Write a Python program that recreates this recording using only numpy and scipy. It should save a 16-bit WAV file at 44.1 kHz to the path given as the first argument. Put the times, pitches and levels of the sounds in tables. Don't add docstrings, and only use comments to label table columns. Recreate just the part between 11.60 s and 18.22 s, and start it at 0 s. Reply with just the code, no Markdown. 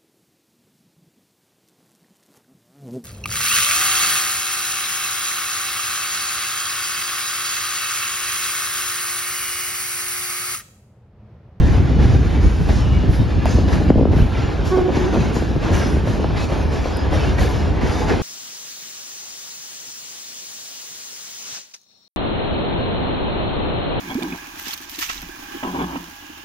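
import sys
import numpy as np
from scipy import signal
from scipy.fft import rfft, irfft
from scipy.io import wavfile
from scipy.ndimage import uniform_filter1d, minimum_filter1d

SR = 44100
rng = np.random.default_rng(int(sys.argv[2]) if len(sys.argv) > 2 else 0)


def store_pcm(level_fs):
    pcm = np.round(np.clip(level_fs, -1, 1) * 32767).astype(np.int16)
    wavfile.write(sys.argv[1], SR, np.atleast_2d(pcm).T)


N = 291942
TIME = np.arange(N) / SR
FREQS = np.fft.rfftfreq(N, 1 / SR)



def amp(db):
    return 10 ** (np.asarray(db) / 20)


def unit(x):
    return x / np.sqrt(np.mean(x ** 2) + 1e-20)


def colour(points, hz, rolloff_db=18):
    f, db = np.transpose(points)
    octaves = np.log2(hz + 1)
    past_top = np.maximum(octaves - np.log2(f[-1]), 0)
    return amp(np.interp(octaves, np.log2(f), db) - rolloff_db * past_top)


def levels(rows):
    s, *columns = np.transpose(rows)
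    return [amp(np.interp(TIME, s, c)) for c in columns]


def add(mix, s, sound):
    part = mix[..., max(round(s * SR), 0):][..., :sound.shape[-1]]
    part += sound[..., :part.shape[-1]]


def wander(rate_hz):
    return unit(irfft(rfft(rng.standard_normal(N)) * np.exp(-(FREQS / rate_hz) ** 2), N))


def white_pair():
    return rng.standard_normal((2, N))


def tinted(pair, spectrum, width):
    z = rfft(pair) * colour(spectrum, FREQS)
    mid = irfft(z[0], N)
    side = irfft(z[1] * colour(width, FREQS), N)
    return np.array([mid, side]) / mid.std()


def pop(hz, spread, sweep=1.7):
    age = np.arange(1, 2400) / SR + sweep / 4000
    pitch = sweep / age
    shape = np.exp(-.5 * (np.log(pitch / hz) / spread) ** 2)
    shape = shape * signal.windows.tukey(len(age), .01)
    return shape * np.sin(2 * np.pi * (sweep * np.log(age) + rng.random()))


def flutter(per_s, hz, uneven_db, spread=0.41):
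    out = np.zeros((2, N))
    for pitch in hz * 2 ** np.linspace(-.5, .5, 3):
        size = amp(uneven_db * np.minimum(rng.exponential(1, (2, N)), 3))
        size = size * rng.choice([-1, 1], (2, N))
        hits = size * (rng.random((2, N)) < per_s / SR)
        eddy = pop(pitch, sweep=1.4, spread=spread)
        out += signal.oaconvolve(hits, eddy[None], axes=1)[:, :N]
    return unit(out)


# (start [s], length [s], level [dB], overtones [dB])
HORN_TOOTS = [(3.1, .225, -18.8, 4), (3.345, .15, -21.5, -5)]
# (multiple of its pitch, level [dB])
HORN_OVERTONES = [(2, -15), (3, -18), (4, -23), (5, -32)]
HORN_RISE_S, HORN_FALL_S = 0.025, 0.021
HORN_HZ, HORN_BEND_HZ = 365, 25.52
HORN_DULLING_DB_PER_S = 55
HORN_ROUGH = .019


def horn(fading_db=3):
    out = np.zeros(N)
    for start, length, db, bright_db in HORN_TOOTS:
        age = np.clip(TIME - start, 0, length)
        bend = HORN_BEND_HZ * (2 * age / length - 1) ** 4
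        hz = (HORN_HZ + bend) * (1 + HORN_ROUGH * wander(rate_hz=75))
        phase = 2 * np.pi * np.cumsum(hz) / SR
        overtones = np.zeros(N)
        for k, k_db in HORN_OVERTONES:
            fading = amp(k_db + fading_db * wander(rate_hz=20))
            overtones += fading * np.sin(round(k) * phase)
        brightness = amp(bright_db - HORN_DULLING_DB_PER_S * age)
        blast = np.minimum(age / HORN_RISE_S, 1) * np.minimum((length - age) / HORN_FALL_S, 1)
        out += amp(db) * blast * (np.sin(phase) + brightness * overtones)
    return np.sqrt(2) * out * unit(amp(2.6 * wander(rate_hz=45)))


def yard(x, echo_db=-6, t60=0.082, side_db=-2):
    t = np.arange(SR // 2) / SR
    tail = rng.standard_normal((2, len(t))) * amp(-60 * t / t60) * (t > .015)
    tail /= np.linalg.norm(tail, axis=1, keepdims=True)
    mid, side = amp(echo_db) * signal.oaconvolve(x[None], tail, axes=1)[:, :N]
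    return np.array([x + mid, amp(side_db) * side])


def steadied(pair):
    return pair / np.sqrt(uniform_filter1d(pair[0] ** 2, size=3000) + 1e-9)


# (time [s], rumble [dB], buffeting [dB])
WIND_STRENGTH = [(0, -11.5, -25.5), (.3, -17.5, -21.5), (.48, -11, -20), (1.0, -15.5, -25),
                 (1.3, -14.5, -27), (1.45, -16, -22), (1.73, -18.5, -29.5), (1.95, -13, -21),
                 (2.22, -19.5, -22.5), (2.4, -11, -15), (2.64, -13, -21), (2.71, -19, -30),
                 (3.4, -23.5, -26), (4.55, -21, -26.5), (5.3, -21, -33), (5.7, -18, -29.5),
                 (6.2, -21, -27.5), (6.62, -23.5, -29)]
# (middle [s], rumble [dB], buffeting [dB])
SINGLE_GUSTS = [(.05, -21, -24), (0.861, -8.5, -26), (1.16, -17, -25.5), (1.5, -12, -27), (1.61, -11, -21),
                (2.49, -13.5, -32), (2.62, -10, -30), (3.03, -20.5, -40), (3.6, -18.5, -18),
                (4.14, -18.5, -33), (4.39, -14, -40), (4.59, -32, -23), (4.9, -26, -31), (5.69, -17.5, -25),
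                (5.8, -33, -41), (5.95, -20, -46)]
GUST_S = 0.058
# (frequency [Hz], level per Hz [dB])
RUMBLE_TONE = [(18, -35), (30, -14.5), (45, -3), (72, 2.5), (100, -4), (150, -12.5), (250, -28.5),
               (500, -51)]
# (frequency [Hz], level per Hz [dB])
BUFFET_TONE = [(35, -38), (80, -19), (130, 4), (200, 0.5), (300, -1), (420, -10), (700, -21), (1500, -59)]
# (frequency [Hz], side minus mid [dB])
WIND_SPREAD = [(25, -30), (45, -8), (65, -19.5), (95, -8), (150, -4), (230, -6), (400, -26)]
# (time [s], level [dB], strongest pitch [Hz], breadth [natural-log pitch])
WIND_POPS = [(1.435, -11, 197, 0.62), (1.511, -13, 180, .5), (1.984, -11, 405, .5), (2.218, -15, 360, 0.36),
             (2.3025, 2.5, 310, 0.6), (2.325, -13, 330, 0.38), (2.356, -3, 398, 0.26),
             (2.389, -12, 430, 0.33), (2.394, -7, 520, .3), (2.411, -0.5, 420, 0.37), (2.454, -1, 420, .5),
             (2.473, -10, 299, 0.72), (2.513, -15, 520, .4), (2.533, -7, 370, 0.45), (2.563, -7, 160, 0.75),
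             (3.285, -15, 543, 0.36), (3.369, -11.5, 294, .5), (3.765, -12, 380, 0.6),
             (3.822, -12, 346, 0.6), (3.961, -11, 294, 0.59), (4.258, -11.5, 330, 0.58),
             (4.368, -11.5, 340, 0.59), (4.473, -11.5, 536, 0.29), (4.644, -10, 566, 0.65),
             (4.747, -16, 180, 0.38), (5.257, -11, 670, 0.29), (6.23, -9.5, 275, 0.31)]
TURBULENCE_DB, TURBULENCE_HZ = 2, 22


def wind(rumble_db=0.0, buffet_db=0.0, pops_db=-1, pop_side=0.22, eddies_db=-9):
    gust, buffet = levels(WIND_STRENGTH)
    for s, low_db, mid_db in SINGLE_GUSTS:
        puff = np.exp(-(2 * (TIME - s) / GUST_S) ** 2)
        gust = np.hypot(gust, amp(low_db) * puff)
        buffet = np.hypot(buffet, amp(mid_db) * puff)
    out = amp(rumble_db) * gust * steadied(tinted(white_pair(), RUMBLE_TONE, WIND_SPREAD))
    out += amp(buffet_db) * buffet * steadied(tinted(white_pair(), BUFFET_TONE, WIND_SPREAD))
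    patter = flutter(per_s=14, hz=202, uneven_db=1.0) * np.array([[1], [.4]])
    out += amp(eddies_db) * buffet * patter
    out *= amp(TURBULENCE_DB * wander(TURBULENCE_HZ))
    for s, db, hz, breadth in WIND_POPS:
        pair = np.array([pop(hz, spread=breadth), pop_side * pop(hz, spread=breadth)])
        add(out, s - .001, amp(db + pops_db) * pair)
    return out


# (start [s], length [s], level [dB])
EDDY_FLURRIES = [(2.195, 0.039, -25), (2.311, 0.022, -22), (2.352, 0.064, -16.5), (2.424, 0.018, -15.5),
                 (2.457, 0.018, -25), (2.526, .025, -19.5), (3.162, 0.04, -20), (3.272, .045, -22),
                 (3.519, 0.082, -20.5), (4.066, 0.082, -24.5), (4.514, 0.17, -27), (4.892, 0.041, -22)]


def flurries(flurry_db=0.0, hz=410, side=0.18):
    level = np.zeros(N)
    for s, length, db in EDDY_FLURRIES:
        add(level, s, amp(db) * signal.windows.tukey(int(length * SR), .5))
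    splutter = flutter(per_s=170, hz=hz, uneven_db=1.0, spread=0.36)
    return amp(flurry_db) * level * splutter * np.array([[1], [side]])


# (time [s], starting level [dB], middle of the band [Hz], time to fall by 60 dB [s])
KNOCKS = [(1.089, -24.5, 720, 0.12), (1.857, -18, 700, 0.07), (1.864, -31, 2290, 0.12),
          (2.303, -24, 1770, 0.015), (4.762, -31, 2120, 0.11), (4.775, -36.5, 4070, 0.25),
          (5.37, -33, 9500, 0.017), (5.529, -18.5, 605, 0.11), (6.497, -25, 1790, 0.17),
          (6.505, -22, 365, 0.67)]


def ticks(spread=0.16):
    out = np.zeros(N)
    for s, db, hz, t60 in KNOCKS:
        band = np.exp(-.5 * (np.log((FREQS + 1) / hz) / spread) ** 2)
        burst = unit(irfft(rfft(rng.standard_normal(N)) * band, N))
        add(out, s, burst * amp(db - 60 * TIME / t60))
    return out


# (start [s], length [s], pitch [Hz], level [dB], glide [Hz])
STEEL_SQUEAKS = [(.01, .13, 1805, -41, 0), (1.11, .13, 5534, -50, 0), (1.22, .26, 2885, -43.5, -35),
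                 (1.33, .06, 2275, -41.5, 0), (1.51, .08, 9539, -54, 0), (1.585, .05, 3704, -44.5, 0),
                 (1.85, .06, 9173, -53, 0), (2.67, .14, 3575, -47, 0), (4.28, .13, 9310, -54, 0),
                 (4.78, .09, 2555, -40.3, 10), (4.805, .05, 4005, -45.5, 30), (4.81, .045, 4430, -48, 0),
                 (4.92, .13, 6550, -55, -30), (5.315, .14, 4974, -44.5, 0), (5.59, .04, 5400, -47, 0),
                 (5.605, .05, 3020, -40, -20), (5.61, .055, 2557, -41, 0), (5.665, .04, 2794, -41, -60),
                 (5.67, .05, 3020, -42.5, 70), (5.69, .035, 3600, -46, 0), (5.776, .025, 1890, -31, 40),
                 (5.812, .035, 1760, -32.5, -110), (6.27, .06, 820, -36, 80), (6.35, .17, 815, -33.5, 85),
                 (6.31, .1, 9496, -56, 0), (6.33, .13, 3639, -44, 0)]


def squeaks():
    out = np.zeros(N)
    for s, length, hz, db, glide_hz in STEEL_SQUEAKS:
        n = int(length * SR)
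        along = np.arange(n) / n
        pitch = (hz + glide_hz * along) * (1 + .0021 * wander(rate_hz=110)[:n])
        tone = np.sin(2 * np.pi * np.cumsum(pitch) / SR)
        add(out, s, amp(db) * unit(tone) * np.sqrt(np.sin(np.pi * along)))
    return out * amp(1.8 * wander(rate_hz=90))


# (frequency [Hz], level per Hz [dB])
BODY_TONE = [(40, -37), (150, -11.5), (280, 3.5), (420, 4), (600, -3), (850, -3.5), (1200, -11),
             (2500, -48)]
# (frequency [Hz], side minus mid [dB])
TRAIN_SPREAD = [(100, 17.5), (260, 4), (450, -3.5), (1100, -8), (1600, -4.5), (1900, -3.5), (2300, -11.5),
                (3100, -23), (3600, -79), (6100, -58), (6500, -7), (10200, -32), (11300, -26), (13000, -10),
                (14500, -11)]
# (time [s], level [dB], time to fall by 60 dB [s], thud of the wagon body [dB])
JOINT_CLANKS = [(.068, -25, 0.32, -46), (.389, -25.5, 0.55, -17), (1.087, -19.5, .22, -17),
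                (1.527, -21.5, 0.18, -42), (1.856, -23, 0.19, -25), (2.076, -19.5, 0.21, -14.5),
                (2.126, -17.5, 0.21, -32), (2.514, -23.5, 0.35, -21), (3.05, -29, 0.39, -46),
                (4.043, -29, .26, -31), (4.15, -40, 0.24, -40), (4.478, -44, .27, -37),
                (4.762, -20.5, 0.36, -47), (5.53, -23.5, 0.29, -36), (5.781, -13, 0.069, -38),
                (5.812, -34, 0.15, -38), (6.208, -23, 0.85, -22), (6.498, -26, 0.25, -13)]
# (frequency [Hz], level per Hz [dB])
CLANK_TONE = [(40, -38), (120, 13.5), (300, 3.5), (800, 4.5), (1300, -2), (1900, 4), (3000, -7), (5000, -9),
              (7000, -17), (11000, -25), (14000, -38)]
THUD_T60_S = 0.17


def clanks(clank_db=-6, rise_s=0.0051, thud_db=-4):
    shake, thud = np.zeros(N), np.zeros(N)
    t = np.arange(SR) / SR
    attack = 1 - np.exp(-t / rise_s)
    for s, db, t60, body_db in JOINT_CLANKS:
        add(shake, s, amp(db - 60 * t / t60) * attack)
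        add(thud, s, amp(body_db - 60 * t / THUD_T60_S) * attack)
    ring = amp(clank_db) * shake * tinted(ringing(patchy_db=1.0), CLANK_TONE, TRAIN_SPREAD)
    return ring + amp(thud_db) * thud * tinted(white_pair(), BODY_TONE, TRAIN_SPREAD)


def ringing(patchy_db):
    z = signal.stft(white_pair(), nperseg=1024, noverlap=768)[2]
    patches = rng.standard_normal(z.shape[1:])
    patches = uniform_filter1d(patches, size=22, axis=1)
    patches = unit(uniform_filter1d(patches, size=2, axis=0))
    return signal.istft(z * amp(patchy_db * patches), nperseg=1024, noverlap=768)[1][:, :N]


RUB_ATTACK_S, RUB_RELEASE_S = 0.042, 0.1


def swell(start, length):
    age = TIME - start
    rise = np.clip(age / RUB_ATTACK_S, 0, 1)
    return rise * np.exp(-np.maximum(age - length, 0) / RUB_RELEASE_S)


# (start [s], length [s], roar [dB], hiss [dB], sizzle [dB])
WHEEL_RUBS = [(0.013, 0.14, -39, -45, -49), (0.4, 0.17, -35.5, -42, -47), (0.612, 0.13, -35.5, -45, -47),
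              (0.786, 0.3, -40, -44, -45.5), (1.077, 0.083, -37.5, -38, -49), (1.28, 0.08, -55, -50, -55),
              (1.478, 0.077, -46, -43, -41.5), (1.849, 0.1, -40.5, -39.5, -45),
              (2.084, 0.054, -33, -39.5, -42.5), (2.527, 0.11, -33, -41.5, -42),
              (2.7, 0.12, -31, -43.5, -49), (3.034, 0.039, -39.5, -38.5, -42.5),
              (3.319, 0.099, -32, -41, -50), (3.507, 0.11, -32.5, -41.5, -45),
              (3.717, 0.042, -33.5, -36.5, -41), (4, 0.23, -32, -43, -50),
              (4.109, 0.048, -33.5, -32.5, -34.5), (4.237, 0.05, -45, -44, -44),
              (4.438, 0.1, -39, -43, -46), (4.767, 0.07, -42, -40, -47), (4.88, 0.1, -37.5, -50, -46.5),
              (5.095, 0.18, -38, -43.5, -50), (5.499, 0.16, -31.5, -39, -43.5),
              (5.767, 0.065, -30.5, -35, -35.5), (5.918, 0.038, -35.5, -39.5, -49),
              (6.23, 0.19, -34.5, -40, -43.5), (6.453, 0.053, -29.5, -39, -46)]
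GRIT_PER_S, GRIT_T60_S = 260, .06
GRIT_DB = -7
GRIT_LOW_HZ, GRIT_HIGH_HZ = 1350, 3100


def grit():
    out = np.zeros(N)
    t = np.arange(SR // 8) / SR
    for when, pitch, size in rng.random((round(GRIT_PER_S * N / SR), 3)):
        hz = GRIT_LOW_HZ * (GRIT_HIGH_HZ / GRIT_LOW_HZ) ** pitch
        ring = np.sin(2 * np.pi * hz * t) * amp(-60 * t / GRIT_T60_S)
        add(out, when * N / SR, size ** 2 * np.sqrt(GRIT_LOW_HZ / hz) * ring)
    power = sum((amp(db) * swell(start, length)) ** 2 for start, length, db, *_ in WHEEL_RUBS)
    return amp(GRIT_DB) * np.sqrt(power) * unit(out)


DRONE_DB, DRONE_DB_PER_S = -34.5, 0.9
ROAR_DB, ROAR_DB_PER_S = -36.5, 0.1044
HISS_DB, HISS_DB_PER_S = -50.5, -0.07
SIZZLE_DB = -56
RUB_SHAKE_DB = 3.5


def wheel_levels(jolt_db=0.87, jolt_hz=16):
    power = sum((amp(dbs)[:, None] * swell(start, length)) ** 2 for start, length, *dbs in WHEEL_RUBS)
    roar, steel, sizzle = np.sqrt(power)
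    gains = [np.hypot(amp(DRONE_DB + DRONE_DB_PER_S * TIME), amp(RUB_SHAKE_DB) * roar),
             np.hypot(amp(ROAR_DB + ROAR_DB_PER_S * TIME), roar),
             np.hypot(amp(HISS_DB + HISS_DB_PER_S * TIME), steel),
             np.hypot(amp(SIZZLE_DB + HISS_DB_PER_S * TIME), sizzle)]
    return np.array(gains) * amp(jolt_db * wander(jolt_hz))


# (frequency [Hz], level per Hz [dB])
ROAR_TONE = [(60, -36), (200, -33), (500, -3.5), (850, 0.5), (1250, -3.5), (1700, -2), (2100, -6.5),
             (2800, -6.5), (4000, -12.5), (5500, -18.5), (8000, -71)]
# (frequency [Hz], level per Hz [dB])
HISS_TONE = [(2000, -46), (3600, -1), (5000, -0.5), (6500, -2), (7500, -7), (9500, -10), (11500, -35),
             (13500, -22)]
# (frequency [Hz], level per Hz [dB])
SIZZLE_TONE = [(5000, -34), (7500, -5), (9500, 9), (11500, 7), (13500, -5), (15500, -9)]


def rolling(body_db=-2, flutter_db=-5, flutter_side=0.5, roar_db=-0.34, hiss_db=-1, sizzle_db=-11):
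    body, roar, steel, sizzle = wheel_levels()
    low = amp(body_db) * tinted(white_pair(), BODY_TONE, TRAIN_SPREAD)
    moving_air = flutter(per_s=55, hz=528, uneven_db=2.0) * np.array([[1], [flutter_side]])
    low += amp(flutter_db) * moving_air
    high = amp(roar_db) * roar * tinted(ringing(patchy_db=2.5), ROAR_TONE, TRAIN_SPREAD)
    high += amp(hiss_db) * steel * tinted(ringing(patchy_db=4.0), HISS_TONE, TRAIN_SPREAD)
    high += amp(sizzle_db) * sizzle * tinted(ringing(patchy_db=4.5), SIZZLE_TONE, TRAIN_SPREAD)
    return body * low + high


def scene():
    mid, side = yard(horn()) + wind() + flurries() + clanks() + rolling()
    mid = mid + ticks() + squeaks() + grit()
    return np.array([mid + side, mid - side])


LIMIT_DB = -6.5
HOLD_S, RELEASE_S = .18, .035


def ducked(pair):
    power = abs(uniform_filter1d((pair ** 2).mean(0), size=400))
    power_db = 10 * np.log10(power + 1e-12)
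    hold = round(HOLD_S * SR)
    gain_db = np.minimum(LIMIT_DB - power_db, 0)
    held_db = -minimum_filter1d(gain_db, size=hold, origin=(hold - 1) // 2, mode="constant")
    fade = np.exp(-TIME / RELEASE_S)
    over_db = np.maximum.accumulate(held_db / fade) * fade
    return pair * amp(-signal.lfilter(np.ones(400) / 400, 1, over_db))


# (frequency [Hz], lead of the left [radians])
PORT_LEAD = [(1700, 0), (1900, 1.3), (2150, 0), (6200, 0), (6400, .6), (7000, 1), (7600, 2.1), (8000, 3.05),
             (8600, 3.25), (8900, 3.5), (9200, 4.2), (10000, 4.9), (11000, 6.28), (12200, 6.28),
             (13000, 7.4), (14100, 9.42)]
EDGE_HZ = 15750


def record(dry):
    mid, side = rfft(dry.mean(0)), rfft((dry[0] - dry[1]) / 2)
    half = np.interp(FREQS, *np.transpose(PORT_LEAD)) / 2
    turned_side = side + 1j * mid * np.sin(half)
    mid, side = irfft(mid * np.cos(half), N), irfft(turned_side, N)
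    pair = ducked(np.array([mid + side, mid - side]))
    pair = pair / (1 + pair ** 8) ** (1 / 8)
    treble_cut = signal.firwin(511, EDGE_HZ, window=("kaiser", 9), fs=SR)
    return signal.oaconvolve(pair, treble_cut[None], "same")


dry = scene()
out = record(dry)
store_pcm(out)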